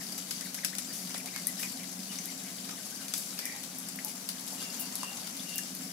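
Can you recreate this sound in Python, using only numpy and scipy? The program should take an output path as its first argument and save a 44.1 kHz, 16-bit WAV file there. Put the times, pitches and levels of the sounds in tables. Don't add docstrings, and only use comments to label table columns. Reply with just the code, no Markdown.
import sys
import numpy as np
from scipy import signal
from scipy.fft import rfft, irfft
from scipy.io import wavfile

SR = 44100
rng = np.random.default_rng(int(sys.argv[2]) if len(sys.argv) > 2 else 0)


def store_wav(level_fs):
    pcm = np.round(np.clip(np.atleast_2d(level_fs), -1, 1) * 32767)
    wavfile.write(sys.argv[1], SR, pcm.T.astype(np.int16))


N = 261072
TIME = np.arange(N) / SR
EDGE_HZ = 15700

# time in seconds, relative level in dB.
BUSY_CURVE = [(0.0, -43), (0.69, -44.5), (1.6, -42.5), (1.94, -43.5), (2.16, -43), (4.32, -45), (4.65, -41),
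              (5.2, -43), (5.92, -43.5)]


def gain_of(db):
    return 10 ** (np.asarray(db) / 20)


def evened(x):
    return x / np.sqrt(np.mean(x ** 2) + 1e-20)


def read(points, hz):
    f, value = np.transpose(points)
    return np.interp(np.log(hz + 1), np.log(f + 1), value)


def swing_db(curve):
    s, db = np.transpose(curve)
    return np.interp(TIME, s, db - db.mean())


def add(mix, s, sound):
    part = mix[..., max(round(s * SR), 0):][..., :sound.shape[-1]]
    part += sound[..., :part.shape[-1]]


def shaped(x, curve_db):
    size = x.shape[-1]
    return irfft(rfft(x) * gain_of(curve_db(np.fft.rfftfreq(size, 1 / SR))), size)


def wander(size, rate_hz):
    noise = rng.standard_normal(size + SR // 4)
    slow = shaped(noise, lambda f: -10 * np.log10(1 + (f / rate_hz) ** 4))
    return evened(slow)[:size]


def grove(x):
    # frequency in Hz, time to fall by 60 dB in seconds.
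    ring_times = [(300, 0.13), (2000, 0.17), (6000, 0.29), (15000, 0.13)]
    size = SR // 2
    echoes = rng.standard_normal((2, size)) * (rng.random((2, size)) < .15)
    hz, t, bands = signal.stft(echoes, SR, nperseg=256)
    decay_db = -60 * t / read(ring_times, hz)[:, None]
    tail = signal.istft(bands * gain_of(decay_db), SR, nperseg=256)[1]
    return signal.fftconvolve(np.atleast_2d(x), tail / np.linalg.norm(tail[0]), axes=1)[:, :N]


def placed(x, direct_db, wet_db, pan_db):
    pan = np.array([[pan_db], [-pan_db]]) / 2
    return x * gain_of(direct_db + pan) + gain_of(wet_db) * grove(x)


def leaves(level_db=-45):
    # frequency in Hz, relative density in dB per Hz.
    air_spectrum = [(25, -42), (70, -13.5), (120, 4), (200, 15.5), (310, 8.5), (440, 3.5), (580, 4.5),
                    (720, 7.5), (950, -5.5), (1400, -3.5), (2500, -4.5), (3300, -7.5), (4200, -7.5),
                    (5000, -6), (6000, -2), (16000, 0)]
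    # frequency in Hz, left-right likeness from 0 to 1 before its treble roll-off.
    likeness = [(60, 1), (150, 0.93), (380, 0.89), (950, 0.21), (2380, 0.078), (5980, 0.01), (15000, 0.83)]
    a, b = rfft(rng.standard_normal((2, N)))
    hz = np.fft.rfftfreq(N, 1 / SR)
    same = np.clip(read(likeness, hz), 0, 1) / (1 + (hz / 2500) ** 2)
    ports = np.array([a, same * a + np.sqrt(1 - same ** 2) * b])
    pair = irfft(ports * gain_of(read(air_spectrum, hz)), N)
    return evened(pair) * gain_of(level_db + swing_db(BUSY_CURVE) / 2)


def wash(centre_hz=950, db_per_octave=9):
    # time in seconds, level in dB.
    wash_levels = [(1.0, -60), (2.9, -61), (4.2, -58), (4.55, -56.5), (5.2, -53), (5.45, -62)]
    noise = shaped(rng.standard_normal((2, N)),
                   lambda f: -db_per_octave * abs(np.log2((f + 1) / centre_hz)))
    return evened(noise) * gain_of(np.interp(TIME, *np.transpose(wash_levels)))


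def engine(turns_per_s=24.635, idle=0.71, side_db=-21):
    # frequency in Hz, half-width in Hz at -6 dB, relative level in dB,
    # steady (tonal) share of the power from 0 to 1 in the middle signal.
    resonances = [(184.1, 9.72, -52.5, 0.79), (201, 17, -58, 0.13), (262.7, 13.68, -54, 0.57),
                  (231, 40, -60.5, 0)]
    thumps = [(.03, 0.22, 0.81), (.37, 0.2, 0.83), (.63, 0.24, 0.049)]
    # time in seconds, relative level in dB.
    drift = [(0, -3), (1.1, -0.5), (2.2, 0), (2.9, -3.5), (3.6, -3), (4.2, -1.5), (5.2, -4.5), (5.9, 2)]
    turn = TIME * turns_per_s
    throb = idle
    for at, w, height in thumps:
        offset = (turn - at + .5) % 1 - .5
        throb = throb + height * np.exp(-(offset / w) ** 2)
    drone = np.zeros((2, N))
    for hz, width, db, steady in resonances:
        noise = rng.standard_normal((2, N))
        ring = evened(shaped(noise, lambda f: -20 * np.log10(1 + ((f - hz) / width) ** 2)))
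        wavering_hz = hz + width / 2 * wander(N, 8.92)
        tone = evened(np.sin(2 * np.pi * np.cumsum(wavering_hz) / SR))
        steady = np.clip(steady, 0, 1)
        ring[0] = np.sqrt(steady) * tone + np.sqrt(1 - steady) * ring[0]
        drone += gain_of(db) * ring
    mid, side = drone * evened(throb) * gain_of(swing_db(drift))
    return np.array([mid + gain_of(side_db) * side, mid - gain_of(side_db) * side])


def voiced(hz, rough, husk, husk_hz, overtone_db, swell):
    tremble = wander(SR // 4, 350)[:len(hz)]
    in_step, across = (wander(SR // 4, husk_hz)[:len(hz)] for _ in range(2))
    phase = 2 * np.pi * np.cumsum(hz * (1 + rough * tremble)) / SR
    note = (1 + husk * in_step) * np.sin(phase) + husk * across * np.cos(phase)
    note = note + gain_of(overtone_db) * np.sin(2 * phase)
    return evened(note * signal.windows.cosine(len(hz)) ** swell)


def calls(rows, rough, overtone_db, husk_hz, swell):
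    out = np.zeros(N)
    for s, length, first_hz, middle_hz, last_hz, db, husk in rows:
        arch = np.polyfit([0, .5, 1], [first_hz, middle_hz, last_hz], 2)
        pitch = np.polyval(arch, np.linspace(0, 1, max(int(length * SR), 64)))
        add(out, s, gain_of(db) * voiced(pitch, rough, husk, husk_hz, overtone_db, swell))
    return out


def husky(rows, husk):
    return [(*row, husk) for row in rows]


def trill(pulse_hz=115, jitter=0.32, uneven_db=3, sag=0.11, settle_s=0.021):
    # settled frequency in Hz, width in Hz at -3 dB, relative level in dB.
    throat = [(1966, 220, -1.5), (2310, 120, -7)]
    start_s, attack_s, hold_s, release_s = 3.385, .07, .06, .13
    peak_db, swell_db, fade_db = -41, 8, 17
    corners = np.cumsum([0, attack_s, hold_s, release_s])
    t = np.arange(0, corners[-1], 1 / SR)
    level_db = peak_db - np.interp(t, corners, [swell_db, 0, 0, fade_db])
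    turns = np.cumsum(pulse_hz * np.exp(jitter * wander(SR // 2, 90)[:len(t)])) / SR
    pulses = np.diff(np.floor(turns), prepend=0)
    pulses = pulses * gain_of(uneven_db * wander(SR // 2, 166)[:len(t)])
    voice = 0
    for hz, width, db in throat:
        sagging_hz = hz * (1 + sag * np.exp(-t / settle_s))
        turn = np.exp(2j * np.pi * np.cumsum(sagging_hz) / SR)
        low_pass = signal.butter(2, width / 2, fs=SR, output="sos")
        ring = signal.sosfilt(low_pass, pulses / turn)
        voice = voice + gain_of(db) * evened((ring * turn).real)
    out = np.zeros(N)
    add(out, start_s, gain_of(level_db) * evened(voice))
    return out


def whistles(overshoot=0.137, settle_s=0.0082):
    # start in seconds, length in seconds, settled pitch in Hz, level in dB before placing.
    whistle_rows = [(4.572, 0.13, 2745, -51), (4.785, 0.061, 2770, -52), (4.99, 0.15, 2781, -50),
                    (5.454, 0.18, 2787, -49)]
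    out = np.zeros(N)
    for s, length, hz, db in whistle_rows:
        t = np.arange(0, length, 1 / SR)
        pitch = hz * (1 + overshoot * np.exp(-t / settle_s))
        note = voiced(pitch, rough=0.013, husk=0.59, husk_hz=70, overtone_db=-38, swell=0.3)
        add(out, s, gain_of(db) * note)
    return out


def plops():
    # start in seconds, first pitch in Hz, level in dB before placing,
    # rise in octaves per second (up to one octave), decay time in seconds.
    plop_rows = [(1.147, 700, -28, 10, 0.0028), (1.362, 1500, -28, 90, 0.0015),
                 (1.633, 2420, -25, 8, 0.0021), (2.187, 5940, -30.5, 39, .002),
                 (3.327, 1100, -32, 160, 0.0015), (3.38, 2420, -34, 60, 0.0017),
                 (3.69, 1100, -34, 150, .0012), (3.988, 1630, -26, 220, 0.0019),
                 (5.032, 1040, -19, 7.2, 0.0017), (5.396, 3470, -33.5, 2, 0.0024),
                 (5.589, 1670, -27.5, 22, 0.0017)]
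    out, t = np.zeros(N), np.arange(SR // 40) / SR
    for s, hz, db, rise, decay in plop_rows:
        pitch = hz * 2 ** np.minimum(rise * t, 1)
        ring = np.exp(-t / decay) * (1 - np.exp(-2 * t * hz))
        add(out, s, gain_of(db) * ring * np.sin(2 * np.pi * np.cumsum(pitch) / SR))
    return out


def burst(decay, tilt_db, grain_db, shared, snap=0, colour_db=0.0, rise_s=0.0021):
    t = np.arange(SR // 4) / SR
    steps = np.repeat(rng.standard_normal(len(t)), 12)[:len(t)].clip(-2, 2)
    grains = gain_of(grain_db * steps)
    common, own = rng.standard_normal(len(t)), rng.standard_normal((2, len(t)))
    noise = shared * common + own
    fade = np.exp(-t / max(decay, .0005)) * (1 - np.exp(-t / rise_s))
    crack = snap * np.exp(-((t - .0013) / .0003) ** 2)
    cluster = noise * evened(grains) * fade + np.diff(noise * crack, prepend=0)
    cavities = np.linspace(0, SR / 2, num=30)
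    peaks_db = colour_db * rng.uniform(-3.5, 1, len(cavities))

    def colour(f):
        octaves = np.log2(np.clip(f, 700, EDGE_HZ) / 7000)
        return tilt_db * octaves + np.interp(f, cavities, peaks_db)

    band = signal.butter(2, [450, EDGE_HZ], "band", fs=SR, output="sos")
    cluster = signal.sosfilt(band, shaped(cluster, colour))
    return evened(cluster) * np.sqrt(np.mean(fade ** 2))


def dabbling(level_db=-52.5, per_s=260, wet_db=0):
    out, decays = np.zeros((2, N)), np.geomspace(.001, .007, num=120)
    ticks = []
    for decay in decays:
        tick = burst(decay, rng.normal(.3, .5), grain_db=4, shared=.6, colour_db=7)
        ticks.append(evened(tick)[:, :2048])
    for when, which, chance in rng.random((int(per_s * N / SR), 3)):
        size = gain_of(3.5 * min(-np.log(1 - chance), 2.5))
        add(out, when * N / SR, size * ticks[int(which * len(ticks))])
    out = evened(out) * gain_of(level_db + swing_db(BUSY_CURVE))
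    return out + gain_of(wet_db) * grove(out)


def mud(smack_db=-2.5, splash_db=-1, wet_db=-3):
    # start in seconds, relative level in dB, decay time in seconds,
    # brightness in dB per octave.
    smack_rows = [(.121, -29.5, 0.0054, 5), (0.1795, -24.5, 0.0037, 2), (0.308, -22.5, 0.0051, 0.5),
                  (.409, -25, 0.0029, -0.5), (0.5435, -28, 0.0068, 1.5), (0.647, -15.5, 0.0038, 1),
                  (.751, -25.5, 0.0032, -0.5), (0.783, -21.5, 0.0044, 1.5), (1.094, -28, .002, -2),
                  (1.106, -31, .003, -3), (1.1416, -30, 0.006, -2.5), (1.1778, -22.5, 0.003, 4),
                  (1.258, -25, 0.0026, -1), (1.3606, -22.5, 0.0024, -3), (1.4691, -11.5, 0.0026, 7.5),
                  (1.628, -29, 0.0068, -1), (1.7225, -21, 0.0013, 3), (2.1872, -26.5, 0.0023, -3),
                  (2.256, -19, .002, 7), (2.689, -33.5, 0.0072, -3), (2.902, -33, 0.0018, -1),
                  (3.082, -21.5, 0.002, -2), (3.1373, -15, 0.0027, 0.5), (3.1784, -18.5, 0.0037, 11),
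                  (3.3894, -19, 0.0025, -1.5), (3.454, -21.5, 0.0039, 6.5), (3.632, -32.5, 0.0068, 1.5),
                  (3.784, -27, 0.0065, 11), (3.886, -31, 0.0053, 1.5), (3.958, -27, .003, 9),
                  (4.047, -12, 0.0019, 11), (4.2885, -20.5, 0.0044, 3), (4.408, -19, .0012, 10),
                  (4.601, -32, 0.0016, 5), (4.954, -17, 0.0022, 4), (5.031, -24, 0.0024, -1),
                  (5.132, -42, 0.003, -10), (5.271, -30.5, 0.0043, 0), (5.367, -28.5, 0.0039, 3),
                  (5.557, -18.5, .0034, 16), (5.58, -19.5, 0.0048, 6), (5.7494, -24.5, 0.0032, 7)]
    # start in seconds, relative level in dB, decay time in seconds,
    # brightness in dB per octave.
    splash_rows = [(0.005, -47.5, 0.12, 3), (0.925, -42, 0.13, 5), (1.591, -36.5, 0.065, 9.5),
                   (2.114, -43, 0.05, 0), (3.141, -41, 0.15, 5), (4.08, -38, 0.019, 6),
                   (4.474, -35.5, 0.012, 4.5), (4.53, -38, .014, 15), (4.66, -57, .04, -5),
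                   (4.794, -29, 0.023, 19)]
    out = np.zeros((2, N))
    for s, db, decay, tilt_db in smack_rows:
        smack = burst(decay, tilt_db, grain_db=3.0, shared=0.3, snap=0.99)
        add(out, s, gain_of(db + smack_db) * smack)
    for s, db, decay, tilt_db in splash_rows:
        splash = burst(decay, tilt_db, grain_db=-1, shared=0.81)
        add(out, s, gain_of(db + splash_db) * splash)
    return out + gain_of(wet_db) * grove(out)


def scene():
    # start in seconds, length in seconds,
    # first, middle and last pitch in Hz, level in dB before placing.
    chirp_rows = [(.872, .074, 5000, 4800, 4300, -55.5)]
    # start in seconds, length in seconds,
    # first, middle and last pitch in Hz, level in dB before placing.
    cluck_rows = [(.01, 0.19, 383, 404, 380, -58.5), (1.24, 0.037, 680, 757, 800, -48),
                  (1.745, 0.046, 687, 746, 780, -54), (3.527, .052, 797, 805, 830, -50),
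                  (4.035, 0.055, 798, 861, 780, -50), (4.515, 0.035, 693, 767, 720, -47.5),
                  (5.06, 0.19, 731, 793, 734, -52)]
    # start in seconds, length in seconds,
    # first, middle and last pitch in Hz, level in dB before placing, huskiness as modulation depth.
    peep_rows = [(.005, 0.024, 2280, 1830, 1430, -48.5, .3), (.408, 0.03, 1430, 1790, 2400, -50.5, 0.44),
                 (.452, 0.025, 2520, 1800, 1300, -50, .2), (.578, 0.016, 1350, 1840, 2400, -44.5, 0.37),
                 (.631, 0.02, 2330, 1720, 1440, -42.5, 0.18), (.725, .018, 1350, 1800, 2300, -45.5, .25),
                 (.785, 0.017, 2350, 1940, 1450, -54, .3), (.9, .022, 1450, 1840, 2200, -52, .4),
                 (1.096, .018, 1800, 2150, 2400, -52.5, 0.33), (1.152, 0.021, 2440, 2050, 1750, -46.5, .9),
                 (1.195, 0.025, 2910, 2180, 1550, -50.5, 0.57),
                 (1.264, 0.031, 1750, 2140, 2400, -50.5, 0.97), (1.322, 0.086, 1854, 2200, 1850, -50, 0.49),
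                 (1.456, .058, 1590, 2005, 1700, -51.5, 0.22), (1.584, .028, 1600, 1850, 2050, -50, .25),
                 (1.602, 0.093, 1950, 2460, 1650, -54, 0.81), (1.645, 0.023, 2410, 2090, 1800, -51, .5),
                 (1.778, .05, 1700, 2240, 2500, -56.5, .7), (1.822, 0.033, 2650, 2105, 1450, -53.5, .5),
                 (2.085, 0.054, 2790, 2920, 2150, -53.5, .2), (2.263, 0.059, 1596, 2150, 1700, -55.5, .15),
                 (2.435, 0.079, 1800, 2250, 1720, -57.5, 0.47), (2.71, .035, 1350, 1240, 1200, -53, 0.33),
                 (2.772, .032, 2060, 1744, 1450, -54, .4), (2.915, 0.032, 1410, 1594, 1600, -52.5, 0.5),
                 (2.98, .07, 1555, 1516, 1250, -56, .4)]
    background = leaves() + engine() + wash()

    chirps = calls(husky(chirp_rows, husk=.1), rough=0.0066, overtone_db=-24, husk_hz=430, swell=.6)
    wild_birds = placed(chirps, direct_db=-5.5, wet_db=-16.5, pan_db=7)
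    wild_birds += placed(whistles(), direct_db=-11.0, wet_db=-7.5, pan_db=10)
    wild_birds += placed(trill(), direct_db=-10.0, wet_db=-6.5, pan_db=-3)

    water = placed(plops(), direct_db=-4.5, wet_db=-7, pan_db=3.5)

    clucks = calls(husky(cluck_rows, husk=0.53), rough=0.054, overtone_db=-17, husk_hz=200, swell=0.43)
    peeps = calls(peep_rows, rough=0.013, overtone_db=-13, husk_hz=338, swell=0.83)
    flock = placed(clucks, direct_db=-6.0, wet_db=-7, pan_db=0)
    flock += placed(peeps, direct_db=-4, wet_db=-7, pan_db=4.5)
    return background + wild_birds + water + flock + dabbling() + mud()


def record(dry):
    # frequency in Hz, gain in dB.
    left_port = [(700, -1.5), (2000, 3.5), (3000, 5), (4000, 7.5), (4800, 11.5), (5700, 12), (7000, 8),
                 (9400, 5.5), (10600, 8.5), (12000, 4.5), (13700, 0), (15300, -1.5)]
    # frequency in Hz, gain in dB.
    right_port = [(700, -0.5), (2000, 2.1), (3500, 4.5), (4500, 1.5), (9400, -2), (10500, -0.5),
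                  (11100, -5), (15000, -7)]
    left = shaped(dry[0], lambda f: read(left_port, f))
    right = shaped(dry[1], lambda f: read(right_port, f))
    edge = signal.firwin(255, EDGE_HZ, window=("kaiser", 9), fs=SR)
    return signal.oaconvolve(np.array([left, right]), edge[None], "same", axes=1)


dry = scene()
out = record(dry)
store_wav(out)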